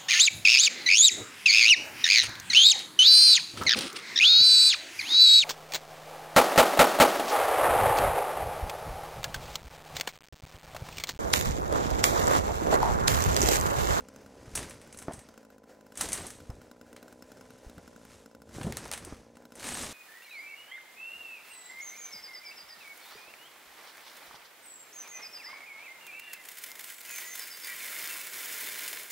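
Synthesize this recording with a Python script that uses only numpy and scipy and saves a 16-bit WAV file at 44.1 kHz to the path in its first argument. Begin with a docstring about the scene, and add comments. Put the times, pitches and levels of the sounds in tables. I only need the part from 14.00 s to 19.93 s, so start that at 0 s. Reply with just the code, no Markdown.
"""A small motor buzzes close by: one blunt pulse a turn excites its housing, and a loose part knocks on some
turns, as decaying modes. Close at hand, things scrape, click and thump: modulated noise gives gritty scrapes,
resonated bursts and spikes give sharp clicks and snaps, damped low modes give dull thumps, and narrow-band
noise squeaks. A faint hush lies behind."""
import sys
import numpy as np
from scipy.fft import rfft, irfft, next_fast_len
from scipy.io import wavfile
from scipy.ndimage import map_coordinates

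SR = 44100
rng = np.random.default_rng(int(sys.argv[2]) if len(sys.argv) > 2 else 0)


def unload_wav(signal):
    """Save mono or channel-first audio to the path in sys.argv[1] as 16-bit WAV at rate SR, clipped to [-1, 1]."""
    wavfile.write(
        sys.argv[1],
        SR,
        np.round(np.clip(np.atleast_2d(signal).T, -1, 1) * 32767).astype(np.int16),
    )


N = 261513
T = np.arange(N) / SR


def amp(db):
    """Level in decibels to amplitude ratio."""
    return 10 ** (np.asarray(db) / 20)


def unit(x):
    """Normalisation to an rms of 1."""
    return x / np.sqrt(np.mean(x ** 2) + 1e-20)


def curves(rows):
    """Linear interpolation in time: one value per sample for each column after the time."""
    s, *columns = np.transpose(rows)
    return [np.interp(T, s, column) for column in columns]


def filtered(x, response):
    """Linear filtering: the spectrum of x times a complex response of frequency."""
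    size = next_fast_len(N + SR // 4)
    hz = np.fft.rfftfreq(size, 1 / SR)
    return irfft(rfft(x, size) * response(hz), size)[..., :N]


def colour(points):
    """Spectral envelope: decibels interpolated on a logarithmic frequency axis."""
    f, db = np.transpose(points)
    return lambda hz: amp(np.interp(np.log(hz + 1), np.log(f + 1), db))


def body(peaks):
    """Modal superposition: causal second-order resonances summed with alternating signs."""
    def response(f):
        total = 0
        for k, (centre, width, db) in enumerate(peaks):
            resonance = 1j * f * width / (centre * centre - f * f + 1j * f * width)
            total = total + (-1) ** k * amp(db) * resonance
        return total
    return response


def ringing(modes, t, scatter_db):
    """Free vibration: exponentially damped sines, each struck at a new random strength."""
    total = 0
    for hz, db, t60 in modes:
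        strength_db = db + scatter_db * rng.standard_normal()
        total = total + amp(strength_db - 60 * t / t60) * np.sin(2 * np.pi * hz * t)
    return total


def add(track, s, sound):
    """Superposition: mix a sound into the track at time s."""
    part = track[round(s * SR):][:len(sound)]
    part += sound[:len(part)]


def gritty(spectrum, rate, depth_db):
    """Amplitude-modulated noise of rms 1: its level takes a new random value rate times a second."""
    values = rng.standard_normal(int(N * rate / SR) + 4)
    jumps = map_coordinates(values, [T * rate], order=1)
    noise = amp(depth_db * jumps) * rng.standard_normal(N)
    return unit(filtered(noise, colour(spectrum)))


def swell(s, hold, rise, fall):
    """Exponential growth and decay: power climbs to 0 dB at s, holds and sinks, straight in dB."""
    return amp(-rise * np.maximum(s - T, 0) - fall * np.maximum(T - s - hold, 0)) ** 2


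def motor():
    """Source and resonator: one push a turn through the housing; knocks fall on whole turns."""
    # nominal speed before alignment to the knocks: time_s, turns_per_s
    speed = [(0, 64), (.22, 68), (.4, 66), (.75, 59), (1, 56.5), (1.3, 55), (1.7, 52.8), (1.9, 53.5),
             (2.3, 60), (3, 60.7), (3.4, 64), (3.8, 61), (3.95, 59), (4.14, 52.8), (4.35, 56), (5.1, 57.5),
             (5.5, 59.5), (5.93, 60)]
    # rms level of the buzz: time_s, level_db
    buzz_level = [(0, -56), (1.2, -59), (4, -57.5), (4.5, -59.5), (5.93, -57.5)]
    # housing resonances: centre_hz, width_hz, gain_db
    housing = [(231, 51, 3.5), (310, 22, -3.5), (427, 40, -2.5), (542, 121, 1), (834, 108, -8),
               (1006, 33, -5.5), (1420, 40, -24)]
    # knocks of the loose part: start_s, level_db
    knocks = [(.0064, -45.5), (0.0858, -48), (0.1612, -45.5), (0.2621, -47), (0.8741, -49.5), (.946, -45.5),
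              (1.0187, -45), (1.288, -49), (1.3771, -45.5), (1.4497, -48.5), (1.5816, -52.5), (1.6392, -55),
              (1.695, -55.5), (1.8092, -52.5), (1.8658, -51), (1.922, -46.5), (2.403, -48), (2.502, -46),
              (2.616, -47.5), (2.7137, -44.5), (2.8125, -45.5), (2.929, -45.5), (3.028, -45),
              (3.1258, -47.5), (3.2233, -45.5), (3.318, -46), (3.4103, -44.5), (3.5051, -47), (3.583, -55),
              (3.6966, -48), (3.781, -45.5), (3.8775, -47), (3.962, -46.5), (4.0514, -47), (4.2599, -46.5),
              (4.349, -46), (4.4189, -47.5), (4.492, -49.5), (5.3696, -45.5), (5.453, -46.5), (5.5211, -46)]
    turns = np.cumsum(curves(speed)[0]) / SR
    # shift the turn count so that each knock meets a whole turn
    knock_s = np.transpose(knocks)[0]
    seen = np.interp(knock_s, T, turns)
    whole = np.cumsum(np.r_[0, np.round(np.diff(seen))])
    turns += np.interp(T, knock_s, whole - seen)

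    # each push comes 0.04 turn ahead of the whole turn, with jitter of 0.15 ms and 1.5 dB
    starts = np.flatnonzero(np.diff(np.floor(turns + .04)) > 0)
    late, size = rng.standard_normal((N // 600, 2))[:len(starts)].T
    jitter = np.round(.00015 * SR * late).astype(int)
    pushes = np.zeros(N)
    pushes[np.clip(starts + jitter, 0, N - 1)] = amp(1.5 * size)
    # noisy chatter dies away within each turn
    chatter = .03 * np.exp(-(turns % 1) / .3) * rng.standard_normal(N)
    buzz = amp(curves(buzz_level)[0]) * unit(filtered(pushes + chatter, body(housing)))

    shove_db = 38.5  # impulse into the housing, over the knock
    rattle_mean_db, rattle_scatter_db = -11.5, 1.5  # rattle relative to the knock
    # second landing relative to the first
    rebound_s, rebound_db, rebound_scatter_db, rebound_rattle_db = 0.053, -9, 4.2, -4.5
    shoves = np.zeros(N)
    for s, db in knocks:
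        rattle_db = rattle_mean_db + rattle_scatter_db * rng.standard_normal()
        shoves[round(s * SR)] = amp(db + shove_db)
        add(buzz, s, knock(db, rattle_db))
        # the part rebounds and lands again, as a rule more softly
        landing_db = db + rebound_db + rebound_scatter_db * rng.standard_normal()
        add(buzz, s + rebound_s, knock(landing_db, rattle_db + rebound_rattle_db))
    return buzz + filtered(shoves, body(housing))


def hush(level_db, rate):
    """Broadband background: coloured noise of slowly fluctuating level."""
    # spectral envelope of the hush: frequency_hz, relative_density_db
    air = [(150, -17.5), (300, -5), (600, -2), (1100, -21.5), (1500, -12.5), (2200, -20.5), (3500, -27),
           (5200, -24.5), (7300, -26), (11000, -34), (16000, -34)]
    return amp(level_db) * gritty(air, rate, depth_db=5.5)


def dragging():
    """Sliding friction: grit crackles, a duller noise hisses and a low rumble swells beneath."""
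    # strokes: full_level_s, hold_s, rise_db_per_s, fall_db_per_s, grit_db, hiss_db, rumble_db
    strokes = [(0, 0.22, 60, 33, -72.5, -64, -61.5), (.46, 0.043, 64, 60, -64, -59, -53),
               (0.575, 0.044, 316, 96, -51, -46.5, -44), (0.96, 0.24, 20, 49, -66.5, -59, -59),
               (2.009, 0.011, 395, 114, -40.5, -41.5, -46.5), (2.135, 0.086, 148, 88, -48.5, -47, -51),
               (2.4, 0.16, 153, 40, -70, -66, -59.5), (3.495, 0.36, 14.5, 32, -67.5, -64, -63.5),
               (4.125, 0.028, 67, 86, -61.5, -60, -59.5), (4.555, 0.0079, 280, 108, -51.5, -51, -48),
               (4.695, 0.013, 94, 198, -54, -56, -39.5), (4.762, 0.092, 400, 44, -57, -49, -51.5),
               (5.056, 0.077, 73, 121, -61.5, -55.5, -52), (5.575, .03, 900, 100, -59, -56, -66),
               (5.631, 0.085, 300, 79, -45, -47, -53), (5.784, 0.078, 114, 77, -43, -42.5, -51)]
    # spectral envelope of crackling grit: frequency_hz, relative_density_db
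    grit_spectrum = [(1760, -13), (3000, -5.5), (3810, -3.5), (4260, -5), (5180, -10.5), (6000, -5.5),
                     (7200, -3), (8640, -5.5), (10100, -6.5), (11000, -12), (12100, -14), (13900, -16.5),
                     (16000, -30)]
    # spectral envelope of the duller hiss: frequency_hz, relative_density_db
    hiss_spectrum = [(150, -0.5), (250, 6), (280, 3.5), (429, -1), (854, -1.5), (1450, -1.5), (2710, -7),
                     (3840, -16.5), (5000, -7.5), (6500, -9.5), (11000, -120)]
    # spectral envelope of the rumble: frequency_hz, relative_density_db
    rumble_spectrum = [(12, -33), (20, -36), (43, -5), (70, 2.5), (187, -5.5), (259, -8), (290, -6),
                       (600, -10.5), (780, -49), (1320, -120)]
    floor_db = -71.5  # steady rumble, also between strokes
    # independent strokes add in power
    power = sum(amp(row[4:])[:, None] ** 2 * swell(*row[:4]) for row in strokes)
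    grit_level, hiss_level, rumble_level = np.sqrt(power)
    grit = grit_level * gritty(grit_spectrum, rate=600, depth_db=3.0)
    dull = hiss_level * gritty(hiss_spectrum, rate=400, depth_db=3.0)
    rumble_level = np.hypot(rumble_level, amp(floor_db))
    return grit + dull + rumble_level * gritty(rumble_spectrum, rate=35, depth_db=2.0)


def knock(db, rattle_db):
    """Impact and free vibration: the loose part rings, with a short dry rattle."""
    # ring modes: frequency_hz, mean_level_db, t60_s
    ring_modes = [(1400, -10.5, 0.047), (1502, -3.5, 0.024), (1980, -14.5, 0.021), (2684, -13, 0.017)]
    # rattle modes: frequency_hz, mean_level_db, t60_s
    rattle_modes = [(3980, -5, .02), (5265, -1, .03), (6300, -5, .022), (7300, -3, .025), (8640, -8, .02),
                    (12050, -6, .017), (13500, -9, .017)]
    t = T[:SR // 15]
    # summing neighbouring samples softens the top of the noise
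    soft_noise = np.convolve(rng.standard_normal(len(t)), [1, 1], "same")
    hiss = soft_noise * amp(-60 * t / .024)
    rattle = ringing(rattle_modes, t, scatter_db=5) + 1.2 * hiss
    return amp(db) * (ringing(ring_modes, t, scatter_db=1.4) + amp(rattle_db) * rattle)


def thumps():
    """Soft impact: a push and its recoil, a low damped ring, and a noisy shudder."""
    # contacts: start_s, level_db, pitch_hz, t60_s
    contacts = [(.02, -47, 69, 0.055), (0.338, -42, 300, .019), (.479, -33, 126, 0.041),
                (.535, -39, 62, .29), (1.083, -17, 440, 0.0071), (1.0832, -30.5, 202, 0.079),
                (1.0897, -29, 296, 0.033), (1.0932, -32, 444, 0.021), (1.108, -30, 450, 0.022),
                (1.137, -32.5, 180, 0.047), (1.179, -41, 107, 0.076), (2.034, -34.5, 490, 0.094),
                (2.14, -57, 1860, .038), (2.18, -45.5, 1700, 0.029), (2.245, -40.5, 720, 0.043),
                (2.495, -24, 104, 0.056), (2.529, -42, 61.4, 0.13), (3.665, -36.5, 55.4, 0.086),
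                (3.777, -35, 170, 0.065), (4.563, -31, 128, 0.09), (4.584, -26, 370, 0.0073),
                (4.61, -27, 254, 0.051), (4.646, -24, 150, .05), (4.667, -25, 207, 0.068),
                (4.7, -30, 222, 0.046), (4.856, -37, 890, 0.019), (5.07, -37, 356, 0.046),
                (5.124, -29, 326, 0.01), (5.126, -36, 70, 0.052)]
    shudder_modes = [(377, 42, 4.0), (680, 160, 3.5), (1010, 560, -2.5), (1590, 650, -7)]  # Hz, width Hz, dB
    # time constant of the onset: cycles of the pitch, or a share of t60 if that is shorter
    rise_cycles, rise_share = 0.37, 0.061
    out, shake, t = np.zeros(N), np.zeros(N), T[:SR // 4]
    for s, db, hz, t60 in contacts:
        phase = 2 * np.pi * hz * t
        push = 2.3 * phase * (2 - phase) * np.exp(-phase)
        onset = 1 - np.exp(-t / min(rise_cycles / hz, rise_share * t60))
        ring = ringing([(hz, -3, t60), (0.6 * hz, -8, t60)], t, scatter_db=3.5)
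        add(out, s, amp(db) * onset * (push + ring))
        # higher-pitched contacts shudder more
        shudder = onset * amp(-60 * t / (2.17 * t60)) * rng.standard_normal(len(t))
        add(shake, s, amp(db) * hz / 300 * shudder)
    return out + 1.45 * filtered(shake, body(shudder_modes))


def snaps():
    """Impulse response: grit breaks under an edge, one spike with two weaker ones right behind."""
    # snaps: start_s, relative_level_db
    breaks = [(0.5527, -21), (0.63, -37.5), (0.7086, -35), (1.1343, -44), (2.0089, -26), (2.128, -26),
              (2.3052, -30), (2.966, -35.5), (4.724, -22), (4.7704, -17.5), (4.88, -33), (4.915, -17.5),
              (5.0493, -28), (5.6429, -35), (5.668, -32), (5.6884, -29)]
    spikes = np.zeros(N)
    for s, db in breaks:
        after = np.cumsum(rng.integers(12, 40, size=2))  # delays in samples
        spikes[round(s * SR) + np.r_[0, after]] = amp(db) * np.array([1, -.5, .25])
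    return 3 * filtered(spikes, body([(1500, 1500, -4), (7000, 5000, 0)]))


def clicks():
    """Impact excitation: a dying noise burst through bright resonances and through duller ones."""
    # edges clicking on each other: start_s, edge_drive_db, dull_drive_over_edge_db
    contacts = [(0.5543, -12, -15.5), (0.5743, -22.5, -3.5), (.5914, -32, -6), (0.6291, -33, 0.5),
                (.6958, -31.5, -20), (0.708, -37.5, 2), (.7414, -45.5, -3), (.815, -41, -5),
                (.9263, -33.5, -10.5), (0.973, -32.5, -19), (0.9877, -28.5, -13), (1.0237, -33.5, -8),
                (1.1215, -39.5, -2), (1.1343, -30, -12), (1.1912, -36, -7), (1.9548, -38.5, -4),
                (1.9734, -21.5, -14.5), (1.9924, -30, -16), (2.0101, -11, -10), (2.0364, -39, 3),
                (2.088, -22.5, -10), (2.1199, -22, -8.5), (2.13, -12.5, -14), (2.1514, -34, 1),
                (2.1754, -26, -4), (2.2364, -50, 8), (2.2587, -35, -5), (2.2672, -25.5, -16),
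                (2.3033, -29.5, -14), (2.9633, -46.5, 7), (4.6128, -43, 8), (4.6312, -32, -1.5),
                (4.666, -39, -3.5), (4.7226, -37.5, 6.5), (4.7698, -23, -6), (4.8537, -36, -2),
                (4.8773, -46, -18), (4.9147, -28, 0.5), (4.9254, -23, -9), (4.9357, -22.5, -3),
                (4.9758, -29, -3.5), (5.0491, -31, -20), (5.3547, -53, 1), (5.554, -34, -13),
                (5.5965, -34, -2.5), (5.6289, -41, 9), (5.6417, -30, 1), (5.668, -22, -10.5),
                (5.6784, -32, -0.5), (5.6884, -24, -5), (5.7204, -29, -2), (5.7514, -28.5, -0.5),
                (5.7723, -26.5, -20), (5.8241, -24, -16)]
    # thin edge resonances: centre_hz, width_hz, gain_db
    edge_modes = [(6180, 1000, -9), (7780, 210, -3.5), (8400, 470, -3.5), (9030, 780, -4),
                  (10100, 580, -6.5), (12400, 2300, -20.5)]
    # duller resonances: centre_hz, width_hz, gain_db
    dull_modes = [(810, 630, -2), (1825, 330, 2), (2230, 315, 1), (2840, 710, -1.5), (4060, 1950, -5.5)]
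    quick_t60_s, tail_t60_s, tail_share = 0.017, 0.17, 0.55
    edge, dull, t = np.zeros(N), np.zeros(N), T[:SR // 5]
    fade = amp(-60 * t / quick_t60_s) + tail_share * amp(-60 * t / tail_t60_s)
    for s, db, dull_db in contacts:
        burst = fade * rng.standard_normal((2, len(t)))
        burst[:, 0] += 3.5  # sharp initial impulse
        add(edge, s, amp(db) * burst[0])
        add(dull, s, amp(db + dull_db) * burst[1])
    return filtered(edge, body(edge_modes)) + filtered(dull, body(dull_modes))


def squeak():
    """Stick-slip friction: jumpy noise in two close resonances of the dragged edge."""
    # squeaks: full_level_s, hold_s, level_db
    squeaks = [(.96, 0.077, -75), (1.122, 0.046, -58.5), (1.19, 0.032, -60.5), (2.01, 0.063, -54),
               (2.14, 0.086, -53), (2.3, .07, -63), (5.06, 0.084, -66.5), (5.645, 0.105, -50.5),
               (5.777, 0.086, -47.5)]
    rise, fall = 800, 470  # dB per s
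    level = np.sqrt(sum(amp(db) ** 2 * swell(s, hold, rise, fall) for s, hold, db in squeaks))
    slips = gritty([(100, 0), (20000, 0.018)], rate=130, depth_db=7.0)
    return level * unit(filtered(slips, body([(8130, 130, 2), (8370, 220, 4)])))


def scene():
    """Sum and difference stereo: all is central, but motor and hush differ between the sides."""
    # share of the motor that differs between the sides: frequency_hz, gain_db
    side_share = [(60, -45), (200, -21), (450, -14), (1000, -23), (1500, -12), (3500, -17), (7000, -9.5),
                  (14000, -18)]
    machine = motor()
    nearby = clicks() + snaps() + thumps() + dragging() + squeak()
    middle = machine + nearby + hush(-63, rate=17)
    delayed = np.roll(machine, 25)  # samples
    side = filtered(delayed, colour(side_share)) + hush(-73, rate=16)
    return np.array([middle + side, middle - side])


def record(dry):
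    """Band limitation: the recorder keeps nothing from 15.9 kHz up."""
    top_hz = 15900
    return filtered(dry, lambda hz: hz < top_hz)


dry = scene()
out = record(dry)
unload_wav(out)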